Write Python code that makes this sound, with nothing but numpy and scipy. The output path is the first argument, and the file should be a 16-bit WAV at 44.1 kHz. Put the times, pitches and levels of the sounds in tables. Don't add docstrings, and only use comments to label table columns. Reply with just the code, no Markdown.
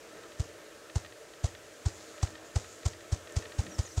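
import sys
import numpy as np
from scipy import signal
from scipy.fft import rfft, irfft, next_fast_len
from scipy.io import wavfile
from scipy.ndimage import uniform_filter1d, map_coordinates

SR = 44100
rng = np.random.default_rng(int(sys.argv[2]) if len(sys.argv) > 2 else 0)


def wrap_up_sound(samples):
    columns = np.atleast_2d(samples).T
    tamed = np.clip(columns, -1, 1)
    steps = np.round(tamed * 32767).astype(np.int16)
    wavfile.write(sys.argv[1], SR, steps)


def undo_db(level):
    steps = np.asarray(level, float) / 20
    return 10 ** steps


N = 176400

# frequency_hz, relative_db_per_hz
AIR_SPECTRUM = [(15, -64), (25, -24), (53, -12), (75, -13.5), (205, -13.5), (332, -6.5), (447, -12),
                (585, -3), (808, -13.5), (1590, -12), (2250, -15), (6440, -22.5), (15700, -36)]
# centre_hz, width_hz (of one of two passes), level_db (before swell)
RUSH_BANDS = [(318, 18, -63), (346, 28, -67), (447, 110, -58), (599, 72, -60.5), (1307, 76, -66),
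              (1601, 82, -70.5), (1791, 45, -68.5)]
# time_s, level_db
RUSH_SWELL = [(0.0, -49.5), (0.31, -48.5), (1.29, -52), (1.6, -50), (2.27, -48.5), (2.86, -50.5),
              (3.59, -46), (4.0, -52)]
# time_s, level_db
LEAF_LEVEL = [(0.0, -60.5), (1.48, -61.5), (1.78, -59.5), (2.07, -57), (2.43, -62), (2.78, -57),
              (2.94, -62), (3.39, -57.5), (4.0, -53.5)]
AIR_DB, LEAF_TRIM_DB = -53.5, -2.5

# time_s, level_db
BUZZ_LEVEL = [(1.5, -71), (1.792, -61), (2.044, -52.5), (2.128, -53), (2.346, -63.5), (2.564, -61),
              (2.744, -54), (2.92, -66), (3.2, -62)]
# frequency_hz, gain_db
BUZZ_SPECTRUM = [(3000, -8), (4500, -4), (5600, -8), (7000, 1), (8400, -11), (10000, -40), (14000, -50)]
BUZZ_HZ, BUZZ_JITTER_RATIO, BUZZ_TRIM_DB, BUZZ_FLICKER_DB = 214, 0.025, -4, 3.5

# start_s, length_s, from_hz, to_hz, level_db
BIRD_NOTES = [(3.690, .022, 6800, 5850, -61), (3.710, .026, 5800, 5720, -55), (3.739, .02, 6000, 5050, -52),
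              (3.829, .05, 7050, 6750, -54), (3.854, .019, 6750, 5750, -50), (3.871, .02, 5750, 5480, -53),
              (3.889, .016, 6080, 5980, -54.5), (3.903, .022, 5950, 4000, -53),
              (3.913, .016, 5800, 6150, -57), (3.927, .014, 6100, 5300, -57), (3.984, .02, 7000, 6950, -50)]
BIRD_ECHO_DB, BIRD_ECHO_T60_S, BIRD_FLUTTER_DB, FALL_FADE_DB_PER_KHZ = -6, 0.06, 2, 3

# start_s, level_db
TICK_EVENTS = [(0.169, -35.5), (0.2347, -34.5), (0.3198, -36), (0.8982, -32.5), (1.0482, -32.5),
               (1.0608, -31.5), (1.1232, -35), (1.3371, -36.5), (1.4765, -36), (1.5509, -34.5),
               (2.1802, -35), (2.2152, -36), (2.2717, -31), (2.354, -30.5), (2.3785, -36), (2.6435, -36),
               (2.8315, -35.5), (2.9342, -36), (3.0072, -36), (3.2737, -34.5), (3.2954, -37), (3.4232, -34),
               (3.4536, -31), (3.521, -34), (3.6663, -31.5), (3.7212, -36), (3.8518, -36.5), (3.8746, -37)]
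# centre_hz, width_hz, gain_db
TICK_RESONANCES = [(1862, 115, 4.5), (3260, 5700, 0)]
TICK_GAIN_DB, TICK_PULSE_HZ, TICK_JITTER_PERIODS, TICK_TOP_HZ = 12, 632, 0.031, 4570
# start_s, level_db
TWIG_SNAPS = [(3.3239, -32)]
SNAP_HZ, SNAP_DECAY_S = 7450, 0.0003

# deepest_suction_s, thump_peak_db, swish_burst_db, puff_peak_db
WING_BEATS = [(0.4057, -18.5, -43.5, -43), (0.967, -17, -42, -38.5), (1.4488, -16, -41.5, -33),
              (1.868, -15.5, -41.5, -39), (2.2379, -15.5, -39.5, -37), (2.568, -16, -40, -35),
              (2.866, -16, -39.5, -39), (3.1322, -16.5, -41.5, -64), (3.374, -17, -40, -48),
              (3.5964, -16.5, -41, -40), (3.798, -16.5, -39.5, -49), (3.9829, -17, -40, -41)]
# frequency_hz, relative_db_per_hz
FEATHER_SPECTRUM = [(590, 1), (1000, -3), (2360, -10.5), (2620, -9), (3010, -9.5), (6790, -2.5), (8440, -9),
                    (9580, -19.5), (15500, -38)]
THUMP_HZ, THUMP_SAG_HZ_PER_S, THUMP_RISE_S, THUMP_FALL_S = 85.2, 4800, 0.0042, 0.0054
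TIRE_HZ_PER_S, SAG_FADE_S = 1.46, 3.5
PUFF_HZ, PUFF_SPREAD_HZ, PUFF_LEAD_S, PUFF_S = 768, 47.6, 0.0017, 0.0022
SWISH_LEAD_S, SWISH_RISE_S, SWISH_FALL_S, SWISH_GRAIN_DB = 0.0045, 0.0038, 0.0035, 2.5
SETTLE_DB, SETTLE_S, RETURN_DB, RETURN_S = -3, 0.043, -11, 0.017
FLUFF_DB, FLUFF_HZ, FLUFF_WIDTH_HZ, FLUFF_S = -13.5, 197, 120, 0.009
RUMBLE_DB, RUMBLE_AT_S, RUMBLE_S = -49, 3.64, 0.035
ECHO_DB, ECHO_T60_S, ECHO_DELAY_S, ECHO_HZ, ECHO_WIDTH_HZ = -19.5, 0.47, 0.0161, 101, 41

TOP_HZ, LOW_CUT_HZ = 15800, 36


def unit(x):
    return x / np.sqrt(np.mean(x ** 2) + 1e-20)


def along(points, hz):
    f, v = np.transpose(points)
    return np.interp(np.log(hz + 1), np.log(f + 1), v)


def curve(rows):
    s, v = np.transpose(rows)
    return np.interp(np.arange(N) / SR, s, v)


def wobble(rate_hz):
    knots = rng.standard_normal(int(N * rate_hz / SR) + 4)
    return map_coordinates(knots, [np.arange(N) * rate_hz / SR])


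def filtered(x, response):
    m = next_fast_len(N + 8192)
    return irfft(rfft(x, m) * response(np.fft.rfftfreq(m, 1 / SR)), m)[..., :N]


def shaped_noise(response):
    return unit(filtered(rng.standard_normal(N), response))


def peak(centre_hz, width_hz):
    return lambda f: 1j * f * width_hz / (centre_hz ** 2 - f * f + 1j * f * width_hz)


def patchy(patchy_db):
    z = signal.stft(rng.standard_normal(N), nperseg=512)[2]
    field = uniform_filter1d(rng.standard_normal(z.shape), size=6, axis=0)
    field = uniform_filter1d(field, size=8, axis=1)
    return signal.istft(z * undo_db(patchy_db * unit(field)), nperseg=512)[1][:N]


def hump(t, rise_s, fall_s):
    return np.exp(-.5 * (t / np.where(t < 0, rise_s, fall_s)) ** 2)


def forest():
    air = undo_db(AIR_DB) * unit(filtered(patchy(patchy_db=0.97), lambda f: undo_db(along(AIR_SPECTRUM, f))))
    low = filtered(air, lambda f: 1 / (1 + (f / 2500) ** 2))
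    bands = np.zeros(N)
    for hz, width_hz, db in RUSH_BANDS:
        level = undo_db(db + 1.2 * wobble(4.7))
        bands += level * shaped_noise(lambda f: peak(hz, width_hz)(f) ** 2)
    swell_db = curve(RUSH_SWELL)
    swell = undo_db(swell_db - swell_db.mean() + 0.49 * wobble(9))
    leaves = undo_db(curve(LEAF_LEVEL) + LEAF_TRIM_DB) * shaped_noise(lambda f: peak(6700, 3500)(f) ** 2)
    return leaves + (air - low) + swell * (low + bands)


def insect():
    turns = np.cumsum(BUZZ_HZ * (1 + BUZZ_JITTER_RATIO * wobble(20))) / SR
    clicks = np.diff(np.floor(turns), prepend=0) * undo_db(1.3 * rng.standard_normal(N))
    tone = unit(filtered(clicks, lambda f: undo_db(along(BUZZ_SPECTRUM, f))))
    high = filtered(tone, lambda f: 1 / (1 + (5600 / (f + 1)) ** 12))
    level_db = curve([(0, -90)] + list(BUZZ_LEVEL) + [(BUZZ_LEVEL[-1][0] + .2, -90)])
    high_flicker = undo_db(BUZZ_FLICKER_DB * wobble(24.51))
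    low_flicker = undo_db(BUZZ_FLICKER_DB * wobble(25.4))
    return undo_db(level_db + BUZZ_TRIM_DB) * (high * high_flicker + (tone - high) * low_flicker)


def bird():
    out = np.zeros(N + SR)
    for s, length_s, from_hz, to_hz, db in BIRD_NOTES:
        u = np.linspace(0, 1, round(length_s * SR))
        bow = np.sqrt(2 * np.sin(np.pi * u).clip(0))
        fade = undo_db(-FALL_FADE_DB_PER_KHZ * (from_hz - to_hz) / 1000 * u)
        cycles = length_s * (from_hz * u + (to_hz - from_hz) * u * u / 2)
        out[round(s * SR):][:len(u)] += undo_db(db) * bow * fade * np.sin(2 * np.pi * cycles)
    out[:N] *= undo_db(BIRD_FLUTTER_DB * wobble(130))
    t = np.arange(SR // 5) / SR
    tail = rng.standard_normal(len(t)) * undo_db(-60 * t / BIRD_ECHO_T60_S)
    echo = signal.fftconvolve(out, tail / np.linalg.norm(tail))[:N]
    return out[:N] + undo_db(BIRD_ECHO_DB) * echo


def ticks():
    pulses, k = np.zeros(N), np.arange(4)
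    for s, db in TICK_EVENTS:
        at_s = s + (k + TICK_JITTER_PERIODS * rng.standard_normal(4)) / TICK_PULSE_HZ
        pulse_db = db + TICK_GAIN_DB + rng.normal(0, 3, 4) - 1.5 * k
        pulses[np.round(at_s * SR).astype(int)] += undo_db(pulse_db)

    def body(f):
        modes = sum(undo_db(db) * peak(hz, width_hz)(f) for hz, width_hz, db in TICK_RESONANCES)
        return modes / (1 + (f / TICK_TOP_HZ) ** 8)

    return filtered(pulses, body)


def twig_snap():
    out, t = np.zeros(N + SR), np.arange(SR // 10) / SR
    for s, db in TWIG_SNAPS:
        out[round(s * SR):][:len(t)] += undo_db(db) * np.exp(-t / SNAP_DECAY_S) * np.sin(2 * np.pi * SNAP_HZ * t)
    return out[:N]


def trunk_echo(thump):
    t = np.arange(SR // 2) / SR
    tail = rng.standard_normal(len(t)) * undo_db(-60 * t / ECHO_T60_S) * (t > ECHO_DELAY_S)
    echo = signal.fftconvolve(thump, tail / np.linalg.norm(tail))[:N]
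    return undo_db(ECHO_DB) * filtered(echo, peak(ECHO_HZ, ECHO_WIDTH_HZ))


def wings():
    thump, puff, swish, fluff = np.zeros((4, N))
    for s, thump_db, swish_db, puff_db in WING_BEATS:
        i = slice(round((s - .06) * SR), round((s + .15) * SR))
        t = np.arange(N)[i] / SR - s
        sag_hz_per_s = THUMP_SAG_HZ_PER_S * np.exp(-s / SAG_FADE_S)
        cycles = (THUMP_HZ - TIRE_HZ_PER_S * s) * t - sag_hz_per_s * t * t / 2
        thump[i] -= undo_db(thump_db) * hump(t, THUMP_RISE_S, THUMP_FALL_S) * np.cos(2 * np.pi * cycles)

        puff_hz = PUFF_HZ + rng.normal(0, PUFF_SPREAD_HZ)
        puff_wave = np.cos(2 * np.pi * puff_hz * t + rng.uniform(0, 2 * np.pi))
        puff[i] -= undo_db(puff_db) * hump(t + PUFF_LEAD_S, PUFF_S, PUFF_S) * puff_wave

        u = t + SWISH_LEAD_S
        burst = hump(u, SWISH_RISE_S, SWISH_FALL_S)
        settle = np.where(u < 0, hump(u, 2 * SWISH_RISE_S, 1), np.exp(-np.abs(u) / SETTLE_S))
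        second = hump(u - RETURN_S, SWISH_RISE_S, SWISH_FALL_S)
        swish[i] += undo_db(swish_db) * (burst + undo_db(SETTLE_DB) * settle + undo_db(RETURN_DB) * second)
        fluff[i] += undo_db(swish_db + FLUFF_DB) * hump(t, FLUFF_S, 2 * FLUFF_S)

    fluff += undo_db(RUMBLE_DB) * hump(np.arange(N) / SR - RUMBLE_AT_S, RUMBLE_S, 2 * RUMBLE_S)
    feathers = filtered(rng.standard_normal(N), lambda f: undo_db(along(FEATHER_SPECTRUM, f)))
    rustle = unit(feathers * undo_db(SWISH_GRAIN_DB * wobble(350)))
    gust = shaped_noise(lambda f: peak(FLUFF_HZ, FLUFF_WIDTH_HZ)(f) ** 2)
    return thump + puff + fluff * gust + swish * rustle + trunk_echo(thump)


def scene():
    return (forest() + insect() + bird() + ticks() + twig_snap() + wings())[None]


def band_limit(x):
    return signal.sosfilt(signal.butter(12, 15810, fs=SR, output="sos"), x)


def record(dry):
    mix = filtered(dry, lambda f: (f < TOP_HZ) / (1 + (LOW_CUT_HZ / (f + 1)) ** 3))
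    return band_limit(mix)


dry = scene()
out = record(dry)
wrap_up_sound(out)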